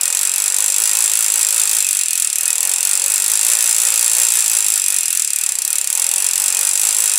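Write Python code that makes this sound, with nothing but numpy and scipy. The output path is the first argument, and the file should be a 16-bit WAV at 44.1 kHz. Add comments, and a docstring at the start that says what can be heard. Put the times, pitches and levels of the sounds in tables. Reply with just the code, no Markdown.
"""A trailer winch's ten-tooth ratchet flicks its pawl 30-60 times a second as the strap is pulled off.
The steel pawl snaps down, rings and bounces after every tooth; the swinging crank makes the speed surge
once a turn. Underneath, the strap rubs over its roller, the gears grind and the drum's flange sings.
Heard close up on a hand-held microphone, in a garage whose bare walls fill the gaps."""
import sys
import numpy as np
from scipy import signal
from scipy.fft import rfft, irfft, next_fast_len
from scipy.io import wavfile
from scipy.ndimage import uniform_filter1d, minimum_filter1d, map_coordinates

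SR = 44100
rng = np.random.default_rng(int(sys.argv[2]) if len(sys.argv) > 2 else 0)


def write(x):
    x = np.atleast_2d(x).T
    wavfile.write(sys.argv[1], SR, np.round(np.clip(x, -1, 1) * 32767).astype(np.int16))


N = 316682
TIME = np.arange(N) / SR
TEETH_PER_TURN, USUAL_SPEED = 10, 50  # speed in teeth per s


def amp(db):
    return 10 ** (np.asarray(db) / 20)

def unit(x):
    return x / np.sqrt(np.mean(x ** 2))

def fade(t, t60):
    return amp(-60 * t / t60)

def convolve(x, response):
    return signal.fftconvolve(x, response)[:N]

def pulses(times, sizes):
    """One impulse for each contact."""
    return np.bincount(np.round(np.maximum(times, 0) * SR).astype(int), sizes, N)[:N]

def drift(times, count=16):
    """A slow random wander with a spread near 1."""
    place = times / TIME[-1] * (count - 1)
    return map_coordinates(rng.standard_normal(count), [place], order=3, mode="nearest")

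def colour(x, points):
    """Shape a sound by (Hz, dB) points."""
    hz, db = np.transpose(points)
    size = next_fast_len(len(x) + 4096)
    bins_hz = np.maximum(np.fft.rfftfreq(size, 1 / SR), 1)
    gain = amp(np.interp(np.log(bins_hz), np.log(hz), db))
    return irfft(rfft(x, size) * gain, size)[:len(x)]

def resonate(x, modes):
    """The summed ringing of (Hz, width in Hz, dB) resonances."""
    return sum(amp(db) * signal.lfilter(*signal.iirpeak(hz, hz / width, fs=SR), x)
               for hz, width, db in modes)

def hiss(envelope, spectrum):
    """Coloured noise that follows an envelope and keeps its power."""
    return unit(colour(rng.standard_normal(N) * envelope, spectrum)) * np.sqrt(np.mean(envelope ** 2))

def rub(spectrum, modes, grain_db):
    """Grainy sliding friction that rings the steel around it."""
    grain = unit(uniform_filter1d(rng.standard_normal(N), size=220))
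    force = colour(rng.standard_normal(N) * amp(grain_db * grain), spectrum)
    return unit(force + resonate(force, modes))


# Room tone. Each row: frequency in Hz, relative level in dB.
AIR_SPECTRUM = [(25, -15), (60, -18), (120, -6.5), (200, 1.5), (400, 6), (1000, -9.5), (4000, -26)]

def air(level_db=-63):
    """The still air of the garage, all around the microphone."""
    return amp(level_db) * hiss(np.ones(N), AIR_SPECTRUM)


# What the garage gives back of the clicks. Each row: frequency in Hz, gain in dB.
ECHO_SPECTRUM = [(100, -12), (400, -9), (2000, 4.5), (4000, 2.5), (6000, 0.5), (7000, 1), (7520, -7.5),
                 (8100, 3.5), (9000, 0.5), (9800, -2), (11000, -1.5), (14000, -2), (16000, -11)]

def garage(x, wet_db=-9, near_t60=0.07, walls_t60=0.7, rise_s=0.0055, positions=5):
    """Trailer and floor answer at once, the walls for longer; the paths shift as the microphone moves."""
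    t = np.arange(SR // 2) / SR
    decay = np.hypot(fade(t, near_t60), fade(t, walls_t60)) * (1 - np.exp(-(t / rise_s) ** 2))
    decay /= np.sqrt(np.sum(decay ** 2))
    place = np.linspace(0, positions - 1, N)
    echo = np.zeros(N)
    for k in range(positions):
        share = np.sqrt(np.maximum(0, 1 - np.abs(place - k)))
        echo += share * convolve(x, decay * rng.standard_normal(len(t)))
    return amp(wet_db) * colour(echo, ECHO_SPECTRUM)


# The wheel's speed through the whole pull, sagging twice as the hand lets up.
# Each row: time in seconds, speed in teeth per second.
WHEEL_SPEED = [(0.0, 43.2), (0.175, 46.86), (0.758, 51.23), (0.93, 54.54), (1.726, 53.18), (2.029, 44.33),
               (2.349, 37.46), (2.689, 44.77), (3.243, 50.85), (3.476, 56.96), (4.01, 56.82),
               (4.208, 59.28), (4.699, 52.09), (5.245, 38.53), (5.576, 33.07), (5.846, 36.51),
               (6.058, 44.45), (6.71, 48.64), (6.893, 53.74), (7.18, 51.54)]

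def drops(first_s=0.0123, usual_lag_s=0.0019, on_time_tooth=4.254, slowness_power=2.83):
    """When the pawl falls: the crank's weight makes teeth late, then early, more so on a slow wheel."""
    at_s, speed = np.transpose(WHEEL_SPEED)
    passed = np.cumsum(np.interp(TIME, at_s, speed)) / SR
    tooth = np.arange(int(passed[-1]) + 1)
    even_s = np.interp(tooth, passed, TIME)
    lag_s = usual_lag_s * (USUAL_SPEED / np.interp(even_s, at_s, speed)) ** slowness_power
    return first_s + even_s + lag_s * np.sin(2 * np.pi * (tooth - on_time_tooth) / TEETH_PER_TURN)


# The strap's pressure on its roller, slack before each new pull.
# Each row: time in seconds, tension in dB.
STRAP_TENSION = [(0, 0.5), (1.68, 0), (1.9, -8), (2.25, -6.5), (2.52, 3), (2.85, 1), (4.25, 0), (4.8, -3.5),
                 (5.36, -9), (5.5, 1), (6.1, 2.5), (7.18, 0.5)]

def motion(times):
    """The winch at these times: teeth passed, speed in octaves above the usual, strap tension in dB."""
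    drop_s = drops()
    teeth = np.interp(times, drop_s, np.arange(len(drop_s)))
    speed = np.interp(times, drop_s, -np.log2(USUAL_SPEED * np.gradient(drop_s)))
    return teeth, speed, np.interp(times, *np.transpose(STRAP_TENSION))


# The strap's rub. Each row: frequency in Hz, relative level in dB.
STRAP_SPECTRUM = [(25, -36), (100, -28), (200, -27), (300, -12.5), (400, -10.5), (520, -4), (680, -4.5),
                  (850, 3.5), (1100, 1), (1500, -17), (3000, -27.5)]
# The winch post. Each row: resonance in Hz, width in Hz, level in dB above the broad rub.
POST_MODES = [(427.3, 6.2, 8), (502.5, 10, 2), (552, 6.8, 10), (890, 4.1, -6)]

def strap(level_db=-42, speed_db=11, roller_teeth=20.58, tight_tooth=5.5, uneven_db=0.7):
    """The strap rubs louder with speed and tension, and swells at each turn of its out-of-round roller."""
    teeth, speed, tension_db = motion(TIME)
    roller_db = np.cos(2 * np.pi * (teeth - tight_tooth) / roller_teeth)
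    db = level_db + speed_db * speed + tension_db + roller_db + uneven_db * drift(TIME, count=120)
    return amp(db) * rub(STRAP_SPECTRUM, POST_MODES, grain_db=1.5)


# The gears' grind. Each row: frequency in Hz, relative level in dB.
GEAR_SPECTRUM = [(100, -52), (300, -28), (700, -17.5), (1100, -8.5), (1450, 5), (1620, -3.5), (1850, -4.5),
                 (2100, -6.5), (2250, -2.5), (3000, -12.5), (5000, -4), (12000, -12.5)]
# The winch frame. Each row: resonance in Hz, width in Hz, level in dB above the broad rub.
FRAME_MODES = [(1264, 8.7, 3.5), (1392, 4.7, -3), (1746, 10, 10), (1835, 12, 5.5), (1902, 18, 10.5),
               (2062, 29, 2), (2220, 32, 5)]

def gears(level_db=-35, speed_db=8, load_share=0.4, mesh_db=2, tight_tooth=0.84, uneven_db=0.9):
    """The gears grind louder with speed and load, and mesh tightly at one place in each turn."""
    teeth, speed, tension_db = motion(TIME)
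    mesh = np.cos(2 * np.pi * (teeth - tight_tooth) / TEETH_PER_TURN)
    db = level_db + speed_db * speed + load_share * tension_db + mesh_db * mesh
    db += uneven_db * drift(TIME, count=90)
    return amp(db) * rub(GEAR_SPECTRUM, FRAME_MODES, grain_db=3)


# The drum's flange. Each row: resonance in Hz, width in Hz, relative level in dB.
FLANGE_MODES = [(2478, 26, 1.5), (2536, 18, 6.5), (2626, 83, 2.5), (2709, 15, 3.5), (2823, 10, 3.5),
                (3250, 59, -3)]

def flange(level_db=-34, speed_db=5.5, damping=0.13, uneven_db=0.64):
    """The flange sings unevenly, louder with speed; a taut strap damps it a little."""
    _, speed, tension_db = motion(TIME)
    db = level_db + speed_db * speed - damping * tension_db + uneven_db * drift(TIME, count=90)
    return amp(db) * unit(resonate(rng.standard_normal(N), FLANGE_MODES))


# Squeaks from the drum. Each row: loudest moment in seconds, pitch in Hz, level in dB.
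FLANGE_SQUEAKS = [(.07, 2530, -33), (.97, 2570, -33), (1.85, 2585, -28), (2.49, 2550, -30.5)]

def squeaks(spread_s=0.011, waver=0.0058):
    """The strap's edge catches the flange and draws a brief, unsteady note from it."""
    out = np.zeros(N)
    for at_s, hz, db in FLANGE_SQUEAKS:
        cycles = np.cumsum(hz * (1 + waver * drift(TIME, count=500))) / SR
        swell = np.exp(-((TIME - at_s) / spread_s) ** 2 / 2)
        out += amp(db) * np.sqrt(2) * swell * np.sin(2 * np.pi * cycles)
    return out


# Uneven wear, tooth by tooth. Each row: change to the blow in dB, change to the first bounce in dB.
TOOTH_WEAR = [(0.45, -4.5), (0.54, 2.5), (2.7, -6), (0, -10), (-1.4, 1), (1, -3), (1.0, -3), (1.7, -6.5),
              (-0.5, -2.5), (-1.9, 2)]
# How hard the pawl lands, on top of what the speed gives. Each row: time in seconds, change in dB.
LANDING_FORCE = [(0, .5), (.4, -0.5), (1.0, 0.6), (1.3, -0.3), (1.55, 0.5), (2.07, -.5), (2.32, 1),
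                 (2.8, 0), (3.55, 0.8), (4.3, 0.3), (4.8, -0.7), (5.47, 0.4), (6.4, 0.35), (7.18, .8)]

def contacts(first_s=0.0048, second_s=0.009, scatter_s=0.00025):
    """Each tooth drops the pawl, which bounces twice, harder at speed; gives times, sizes and teeth."""
    drop_s = drops()
    _, speed, _ = motion(drop_s)
    tooth = np.arange(len(drop_s)) % TEETH_PER_TURN
    wear_db, lively_db = np.array(TOOTH_WEAR)[tooth].T
    chance = rng.standard_normal((len(drop_s), 5)).T
    blow_db = np.interp(drop_s, *np.transpose(LANDING_FORCE)) + wear_db + 3 * speed + 0.22 * chance[0]
    first_at = drop_s + first_s + scatter_s * chance[1]
    second_at = drop_s + second_s + scatter_s * (chance[1] + chance[2]) / 2
    first_db = blow_db - 8 + 3 * speed + lively_db + 1.5 * chance[3]
    second_db = blow_db - 13.5 + 7 * speed + 1.5 * chance[4]
    return np.r_[drop_s, first_at, second_at], amp(np.r_[blow_db, first_db, second_db]), np.tile(tooth, 3)


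# The winch's side plates. Each row: resonance in Hz, width in Hz, relative level in dB.
PLATE_MODES = [(3276, 15, 5), (3582, 83, 4.5), (3835, 61, -1), (4190, 85, 0.5), (4485, 68, 3),
               (4920, 120, 3.5), (5450, 61, 10.5), (5920, 67, 4), (8620, 55, 15.5)]

def body_ring(times, sizes, plates_db=-32, frame_db=-45):
    """The blows travel through the pivot into the side plates and the frame."""
    blows = pulses(times, sizes)
    plates = amp(plates_db) * unit(resonate(blows, PLATE_MODES))
    return plates + amp(frame_db) * unit(resonate(blows, FRAME_MODES))


# The instant of first contact. Each row: frequency in Hz, relative level in dB.
TICK_SPECTRUM = [(200, -55), (2000, -23), (6000, -8), (10000, 7.5), (12500, 3.5), (14500, 1), (16000, -3)]
# The dry crack that follows. Each row: frequency in Hz, relative level in dB.
CRACK_SPECTRUM = [(100, -60), (400, -45), (1000, -20.5), (2000, -12.5), (3000, -9.5), (4000, -5.5),
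                  (5500, -5), (7000, -1), (7600, -13.5), (8300, 0.5), (9700, -3), (11500, -8), (14000, -15),
                  (16000, -29)]

def pawl_crack(times, sizes, tick_db=-6, tick_t60=0.0024, crack_db=-13, crack_t60=0.02, rise_s=0.00018):
    """A bright tick as steel meets steel, strong only on hard blows, then a short crack of dense modes."""
    t = np.arange(SR // 12) / SR
    tick = convolve(pulses(times, sizes ** 2), fade(t, tick_t60))
    crack = convolve(pulses(times, sizes ** 1.11), fade(t, crack_t60) * (1 - np.exp(-t / rise_s)))
    return amp(tick_db) * hiss(tick, TICK_SPECTRUM) + amp(crack_db) * hiss(crack, CRACK_SPECTRUM)


# Pawl and ratchet wheel, close to the microphone. Each row: pitch in Hz, seconds to fade by 60 dB,
# relative level in dB, swing over a turn in dB, tooth at which that swing is added in full.
PAWL_MODES = [(5000, 0.018, -30.5, 3, 3), (5987, 0.028, -25, 0.5, 0), (6540, 0.021, -30.5, 4.5, 7),
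              (7500, 0.011, -7, 2, 3), (7800, 0.02, -17, 4, 8.5), (8604, 0.016, -18.5, 1.5, 2),
              (9140, 0.01, -12.5, 2.5, -1), (9733, 0.017, -14, 2, -0.5), (10180, 0.012, -17, -1, 5.5),
              (10910, 0.012, -20.5, 3.5, 7.5), (11950, 0.0061, -25.5, 13, 9),
              (12830, 0.011, -30.5, 10.5, 6.5), (13300, .01, -29, 2, 7.5),
              (14250, 0.0057, -20.5, 10.5, 8.5), (15400, 0.0076, -28, 3, 1)]

def pawl_ring(times, sizes, tooth, ring_db=6, rise_s=0.00061, scatter_db=1.2, detune=0.01):
    """Every contact rings the steel; the wheel wobbles, so the mix of modes goes round with each turn."""
    t = np.arange(SR // 45, dtype=np.float32) / SR
    rings = np.zeros((len(times), len(t)), np.float32)
    for hz, t60, db, swing_db, swing_tooth in PAWL_MODES:
        chance = rng.standard_normal((len(times), 3)).T
        wobble_db = swing_db * np.cos(2 * np.pi * (tooth - swing_tooth) / TEETH_PER_TURN)
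        wobble_db += 0.1 * drift(times)
        soft_db = 9 * np.log10(sizes) * np.log2(hz / 7000)  # weak contacts sound duller
        gain = sizes * amp(db + wobble_db + soft_db + scatter_db * chance[0])
        pitch = hz * (1 + detune * chance[1])  # the pawl seats a little differently every time
        gain, pitch, phase = np.float32([gain, pitch, chance[2]])[:, :, None]
        rings += gain * np.sin(2 * np.pi * (pitch * t + phase)) * np.float32(fade(t, t60))
    rings *= 1 - np.exp(-t / rise_s)
    samples = np.round(times * SR)[:, None] + np.arange(len(t))
    return amp(ring_db) * pulses(samples.ravel() / SR, rings.ravel())


def scene():
    """From beside the winch, in mono: the pawl's clicks and their echo, over friction and room tone."""
    times, sizes, tooth = contacts()
    clicks = pawl_ring(times, sizes, tooth) + pawl_crack(times, sizes) + body_ring(times, sizes)
    return (air() + clicks + garage(clicks) + strap() + gears() + flange() + squeaks())[None]

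def record(dry, ceiling=0.93, top_hz=15800):
    """After the microphone, a fast limiter holds down the hardest clicks and the top is cut off."""
    gain = np.minimum(1, ceiling / (np.abs(dry) + 1e-9))
    gain = minimum_filter1d(gain, size=61)
    gain = uniform_filter1d(uniform_filter1d(gain, size=31), size=31)
    return signal.sosfilt(signal.ellip(12, 0.2, 80, top_hz, fs=SR, output="sos"), dry * gain)


dry = scene()
out = record(dry)
write(out)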